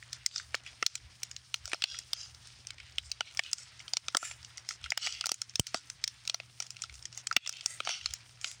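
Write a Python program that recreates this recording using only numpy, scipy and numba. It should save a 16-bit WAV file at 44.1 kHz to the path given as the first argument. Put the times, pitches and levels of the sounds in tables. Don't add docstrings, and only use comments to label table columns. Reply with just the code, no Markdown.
import sys
import numpy as np
from scipy import signal
from scipy.fft import rfft, irfft
from scipy.io import wavfile
from scipy.ndimage import uniform_filter1d
from numba import njit

SR = 44100
rng = np.random.default_rng(int(sys.argv[2]) if len(sys.argv) > 2 else 0)


def output_pcm(signal):
    pcm = np.clip(np.atleast_2d(signal).T, -1, 1) * 32767
    wavfile.write(sys.argv[1], SR, np.round(pcm).astype(np.int16))


N = 379260

# t/s, peak of the main crack/dB, centre f/Hz,
# woody bass (rms of its first 6 ms against that peak)/dB
POPS = [(.359, -18.5, 4800, -32), (0.397, -28.5, 1500, -41), (.543, -17, 2200, -17.5),
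        (0.549, -17.5, 5000, -23), (.825, -12.5, 2720, -15.5), (1.541, -12.5, 4400, -33),
        (1.676, -27, 6070, -25), (1.716, -29.5, 1950, -30), (1.731, -15.5, 2580, -19),
        (1.743, -23, 4730, -14), (1.838, -5, 3530, -31), (1.987, -23, 6300, -40), (2.131, -13, 4620, -32.5),
        (2.982, -14, 3320, -41), (3.206, -17, 2880, -15.5), (3.392, -10.5, 2660, -22.5),
        (3.934, -11.5, 4570, -30.5), (3.968, -9.5, 4600, -29.5), (4.082, -15.5, 3670, -25),
        (4.147, -9.5, 1400, -13), (4.168, -0.5, 7560, -27), (4.227, -22.5, 1340, -5.5),
        (4.311, -28.5, 3400, -20.5), (4.688, -19, 6160, -34.5), (4.707, -25.5, 2100, -25),
        (4.84, -24, 3200, -36), (4.919, -12.5, 2270, -20.5), (4.974, -10, 3440, -25.5),
        (5.063, -18, 5600, -20.5), (5.07, -13, 2860, -22), (5.209, -16.5, 3500, -32),
        (5.239, -24.5, 1980, -16), (5.257, -12.5, 5800, -30), (5.266, -16, 5600, -21.5),
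        (5.291, -12.5, 5260, -21.5), (5.316, -4.5, 5530, -26), (5.743, -12.5, 1160, -16),
        (6.296, -12, 4700, -33.5), (6.343, -15, 4560, -22.5), (6.399, -27.5, 3200, -18),
        (6.601, -18, 5630, -29.5), (6.622, -26.5, 7100, -29), (6.836, -23.5, 4200, -25),
        (7.174, -25, 6400, -32), (7.325, -18.5, 5600, -23.5), (7.364, 1.5, 2780, -24.5),
        (7.461, -20.5, 2920, -27), (7.473, -15.5, 5960, -32), (7.492, -14, 5630, -29.5),
        (7.659, -9.5, 6100, -34), (7.802, -20, 3000, -15), (7.849, -27, 5250, -29),
        (7.872, -23.5, 3300, -8.5), (7.89, -17.5, 4700, -15), (8.058, -13, 4400, -33),
        (8.443, -16.5, 3430, -34)]
# t/s, peak of the main crack/dB, centre f/Hz
TICKS = [(0.025, -36.5, 1850), (0.129, -20.5, 5350), (.261, -7, 5230), (.379, -21, 5170),
         (.662, -32.5, 2200), (.863, -1, 4800), (.953, -16, 5770), (1.231, -19, 5560), (1.312, -27.5, 6200),
         (1.363, -26, 4600), (1.558, -33, 6000), (1.654, -24.5, 5900), (1.82, -16.5, 2900),
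         (1.944, -30, 1900), (2.346, -37, 5430), (2.471, -35, 8100), (2.669, -23.5, 5700),
         (2.704, -27.5, 2520), (2.781, -37, 2970), (2.8, -33.5, 2230), (3.115, -16.5, 4480),
         (3.347, -38, 12900), (3.371, -21, 5640), (3.435, -27, 4560), (3.461, -30.5, 3100),
         (3.513, -32, 7440), (3.53, -11, 6160), (3.582, -28, 6140), (3.793, -35, 5070), (3.879, -28, 3560),
         (4.428, -37.5, 5280), (4.446, -31, 5230), (4.572, -31.5, 6400), (4.578, -29.5, 5830),
         (4.859, -30, 2020), (4.903, -15.5, 4800), (5.021, -31, 4700), (5.123, -20, 4500),
         (5.341, -19.5, 7650), (5.416, -15, 6100), (5.494, -32.5, 5970), (5.555, -16.5, 5300),
         (5.595, -4.5, 8640), (5.667, -18.5, 5300), (5.899, -23, 7200), (6.039, -12, 5300),
         (6.076, -14, 5100), (6.251, -33, 5560), (6.275, -18.5, 5000), (6.665, -33.5, 5750),
         (6.704, -25, 6160), (6.766, -31.5, 3750), (6.819, -19.5, 6700), (6.895, -33, 2900),
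         (6.94, -33.5, 7000), (6.953, -37, 5900), (7.024, -35.5, 5700), (7.053, -25, 6000),
         (7.126, -31, 5370), (7.146, -39, 6000), (7.269, -18, 6700), (7.311, -17.5, 1620),
         (7.449, -30, 3000), (7.525, -25, 5450), (7.568, -30.5, 4800), (7.608, -28.5, 3740),
         (8.01, -33, 2560), (8.107, -30, 5430), (8.136, -18.5, 6200), (8.412, -29.5, 7700),
         (8.513, -25.5, 8400)]
# f/Hz, level/dB
PHONE = [(200, -12.5), (451, -16), (689, -5), (1020, -10.5), (1360, 6.5), (1640, -2), (2210, 2.5),
         (3310, 1), (3840, -4), (5450, 1), (8810, -9), (11400, -24), (13700, -33.5), (15200, -24.5)]
# t of the top/s, nominal fade time/ms, nominal top level/dB, centre f/Hz
PUFFS = [(.135, 27.5, -54, 5460), (0.364, 45, -44.5, 5200), (0.56, 22.5, -53, 4230),
         (0.674, 23.5, -53.5, 2900), (0.899, 43.5, -55.5, 5370), (1.242, 23, -61, 4960),
         (1.671, 24, -59, 4500), (1.736, 23, -50, 3500), (1.91, 64.5, -41.5, 4340),
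         (2.204, 50.5, -45.5, 5100), (3.058, 32, -55, 6660), (3.28, 34.5, -52, 3320),
         (3.463, 35, -48, 3030), (3.6, 38.5, -50.5, 7250), (3.799, 17, -64, 5470), (4.244, 50, -37.5, 8900),
         (4.25, 48, -46.5, 2580), (4.711, 27, -44, 6250), (4.849, 28, -54, 3200), (5.062, 49, -33, 4340),
         (5.16, 93.5, -49.5, 3080), (5.68, 15.5, -48, 5060), (5.762, 18, -39, 5300), (6.086, 33, -61, 5340),
         (6.275, 20.5, -70, 4500), (6.62, 24.5, -57, 4470), (6.83, 27, -67, 4500), (7.185, 20.5, -52, 5500),
         (7.44, 40, -47.5, 2750), (7.56, 46.5, -48.5, 3100), (7.709, 47.5, -45, 10100),
         (7.915, 44, -32.5, 3640), (8.05, 69, -51, 3800), (8.151, 20.5, -59, 4960), (8.478, 38, -44, 6000)]

SIZE = 2048
REACH = 8192
MS = .001


def undb(db):
    return 10 ** (np.asarray(db) / 20)


def level(x, db):
    return x * undb(db) / np.sqrt(np.mean(x ** 2))


def shape_db(table, hz):
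    table_hz, table_db = np.array(table).T
    return np.interp(np.log(hz + 1), np.log(table_hz), table_db)


def bell_db(hz, centre_hz, octaves):
    distance = np.log2((hz + 1) / centre_hz) / octaves
    return np.maximum(-6 * distance ** 2, -70)


def ripple_db(shape, depth_db, count):
    rough = uniform_filter1d(rng.standard_normal(shape), count, axis=-1)
    return depth_db * np.sqrt(count) * uniform_filter1d(rough, count, axis=-1)


def causal(x, db):
    size = x.shape[-1]
    cepstrum = irfft(db * np.log(10) / 20, size)
    cepstrum[..., 1:size // 2] *= 2
    cepstrum[..., size // 2 + 1:] = 0
    return irfft(rfft(x) * np.exp(rfft(cepstrum)), size)


def tint(x, db_of):
    hz = np.fft.rfftfreq(len(x), 1 / SR)
    return irfft(rfft(x) * undb(db_of(hz)), len(x))


def walk(rate):
    hold = int(SR / rate)
    steps = np.repeat(rng.standard_normal(N // hold + 1), hold)
    return 1.35 * uniform_filter1d(uniform_filter1d(steps, hold), hold)[:N]


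def add(out, s, sound):
    i = int(s * SR)
    out[i:i + len(sound)] += sound[:max(len(out) - i, 0)]


@njit
def follow(x, attack, release):
    e, out = 0., np.empty(len(x))
    for i in range(len(x)):
        e += (abs(x[i]) - e) * (attack if abs(x[i]) > e else release)
        out[i] = e
    return out


def flames():
    # f/Hz, relative level per Hz/dB
    roar_colour = [(35, -17), (114, 2.5), (224, -13.5), (460, -18.5), (1900, -9.5), (4210, -11), (5180, -9),
                   (7700, -20), (8890, -14.5), (12100, -40), (15300, -26), (16500, -42)]
    # t/s, level/dB
    surges = [(1.05, -54.5), (1.64, -57), (4.86, -52), (6.95, -54), (8.08, -50)]
    roar_db, surge_s = -59.5, 0.044
    t = np.arange(N) / SR
    roar = 0
    for centre_hz in 40 * 2. ** np.arange(9):
        flicker = undb(2.4 * walk(12.0) + 2.35 * walk(60))
        band = tint(rng.standard_normal(N),
                    lambda hz: shape_db(roar_colour, hz) + bell_db(hz, centre_hz, 0.89))
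        roar = roar + flicker * band
    rumble = tint(rng.standard_normal(N), lambda hz: bell_db(hz, 71.5, 0.38))
    strength = undb(-70.5 + 5.6 * walk(7))
    for s, surge_db in surges:
        strength = strength + undb(surge_db) * np.exp(-((t - s) / surge_s) ** 2)
    return level(roar, roar_db) + level(rumble, 0) * strength


def hum():
    middle_hz, middle_db = 120.2, -65.5
    turns = np.cumsum(middle_hz + 1.2 * walk(21)) / SR
    strength = np.sqrt(2) * undb(middle_db + 2.0 * walk(12))
    return strength * np.sin(2 * np.pi * turns)


def embers(count=650):
    crowd_share, crowd_spread = .5, 2
    when, size, pitch, wood, crowd, puff = rng.random((count, 6)).T
    chosen = (puff * len(PUFFS)).astype(int)
    top_s, fade_ms = np.array(PUFFS)[chosen, :2].T
    near_puff_s = top_s + crowd_spread * fade_ms * MS * (2 * when - 1)
    s = np.where(crowd < crowd_share, near_puff_s, when * N / SR)
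    peak_db = np.minimum(-51 - 2.13 * np.log(size), -38)
    centre_hz = 2600 * 4.5 ** pitch
    bass_db = -38 + 20 * wood
    return pops(np.c_[s, peak_db, centre_hz, bass_db])


def pops(table):
    s, peak_db, centre_hz, bass_db = np.transpose(table)[:, :, None]
    chance = rng.standard_normal((len(s), 2 * SIZE + 2))
    noise, unevenness = chance[:, :SIZE], chance[:, SIZE:-2]
    t = np.arange(SIZE) / SR - .0016
    treble_db = -30 + 0.33 * peak_db + 8.5 * np.log2(centre_hz / 4000) + 4.5 * chance[:, -2:-1]
    last_s = .0015 * (4000 / centre_hz) ** .3 * np.exp(.15 * chance[:, -1:])

    splinters = noise * undb(5.0 * unevenness)
    tearing = .45 * np.exp(t / .0007)
    dying = np.exp(-np.abs(t) / last_s)
    burst = splinters * np.where(t < 0, tearing, dying)
    burst += 5.0 * (np.arange(SIZE) == np.argmax(t >= 0))
    burst += undb(-27) * noise * (t > 0) * np.exp(-t / .007)

    hz = np.fft.rfftfreq(SIZE, 1 / SR)
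    surroundings = shape_db(PHONE, hz) + ripple_db((len(s), len(hz)), 4.2, count=12)
    own = np.maximum(bell_db(hz, centre_hz, 0.55), bell_db(hz, 4780.0, 1.466) - 10.0)
    sound = causal(burst, surroundings + own)
    sound /= np.abs(sound).max(axis=1, keepdims=True)
    woody_bass = bell_db(hz, 590.0, 0.99)
    treble_edge = bell_db(hz, 14130.0, 0.55)
    for hump, part_db in [(woody_bass, bass_db), (treble_edge, treble_db)]:
        part = causal(burst, surroundings + hump)
        early_rms = part[:, :SIZE // 8].std(axis=1, keepdims=True)
        sound = sound + part * undb(part_db) / early_rms
    out = np.zeros(N)
    for start, row in zip(s[:, 0], sound * undb(peak_db)):
        add(out, start, row)
    return out


def ticks():
    bass_db = -60
    return pops([(*row, bass_db) for row in TICKS])


def jets():
    # distance from centre to 6 dB down/octaves,
    # share of the puff's swell and fade times, level/dB added to the puff's
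    layers = [(.38, 0.86, -5.5), (.72, 0.89, 0)]
    swell_share = 0.72
    sigh_delay_s, sigh_fade_s = 0.0048, .02
    sigh_db, sigh_db_per_db = -42.5, 0.55
    t = np.arange(-REACH, REACH) / SR
    leaks = []
    for _ in layers:
        sputter = undb(2.8 * walk(600) + 1.2 * walk(100))
        leaks.append(np.pad(rng.standard_normal(N) * sputter, REACH, "wrap"))

    puffs = [(s, swell_share * fade_ms * MS, fade_ms * MS, top_db, centre_hz)
             for s, fade_ms, top_db, centre_hz in PUFFS]
    for s, peak_db, centre_hz, *_ in POPS + TICKS:
        top_db = sigh_db + sigh_db_per_db * peak_db
        puffs.append((s + sigh_delay_s, sigh_delay_s, sigh_fade_s, top_db, centre_hz))

    out = np.zeros(len(leaks[0]))
    hollows = ripple_db((len(puffs), REACH + 1), 5.6, count=50)
    for (s, swell_s, fade_s, top_db, centre_hz), hollow in zip(puffs, hollows):
        for leak, (octaves, share, part_db) in zip(leaks, layers):
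            hiss = tint(leak[int(s * SR):][:len(t)], lambda hz: (
                shape_db(PHONE, hz) + hollow + np.maximum(bell_db(hz, centre_hz, octaves), -15)))
            distance = np.abs(t / share / np.where(t < 0, swell_s, fade_s))
            add(out, s, level(hiss, top_db + part_db) * undb(-6 * distance ** 1.5))
    return out[REACH:-REACH]


def thump():
    # t/s, swing level before damping/dB, f/Hz
    thumps = [(5.596, -7, 110), (5.745, -31.5, 237), (7.368, -22.5, 234)]
    t = np.arange(SIZE * 2) / SR
    out = np.zeros(N)
    for s, swing_db, hz in thumps:
        swing = np.exp(-t / 0.0041) * np.cos(2 * np.pi * hz * t + 0.82)
        soft_start = np.minimum(t / 0.00056, 1)
        add(out, s, undb(swing_db) * swing * soft_start)
    return out


def scene():
    mix = flames() + hum() + embers() + ticks() + jets() + pops(POPS) + thump()
    return mix[None]


def record(dry):
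    dry = signal.sosfilt(signal.butter(3, 46., "high", fs=SR, output="sos"), dry)
    quick = follow(dry[0], 1 / (.003 * SR), 1 / (.04 * SR))
    gain = np.minimum(1, (undb(-33.0) / (quick + 1e-9)) ** 0.4)
    slow = follow(dry[0], 1 / (0.0047 * SR), 1 / (.06 * SR))
    late = np.minimum(1, (undb(-38.5) / (slow + 1e-9)) ** 0.46)
    late = np.roll(late, int(0.009 * SR))
    bass = signal.sosfilt(signal.butter(1, 1500., fs=SR, output="sos"), dry)
    ducked = bass * late + (dry - bass) * np.sqrt(late)
    rounded = .45 * np.tanh(ducked * gain / .45)
    highest_hz = 16700
    return signal.sosfilt(signal.ellip(10, .2, 80, highest_hz, fs=SR, output="sos"), rounded)


dry = scene()
out = record(dry)
output_pcm(out)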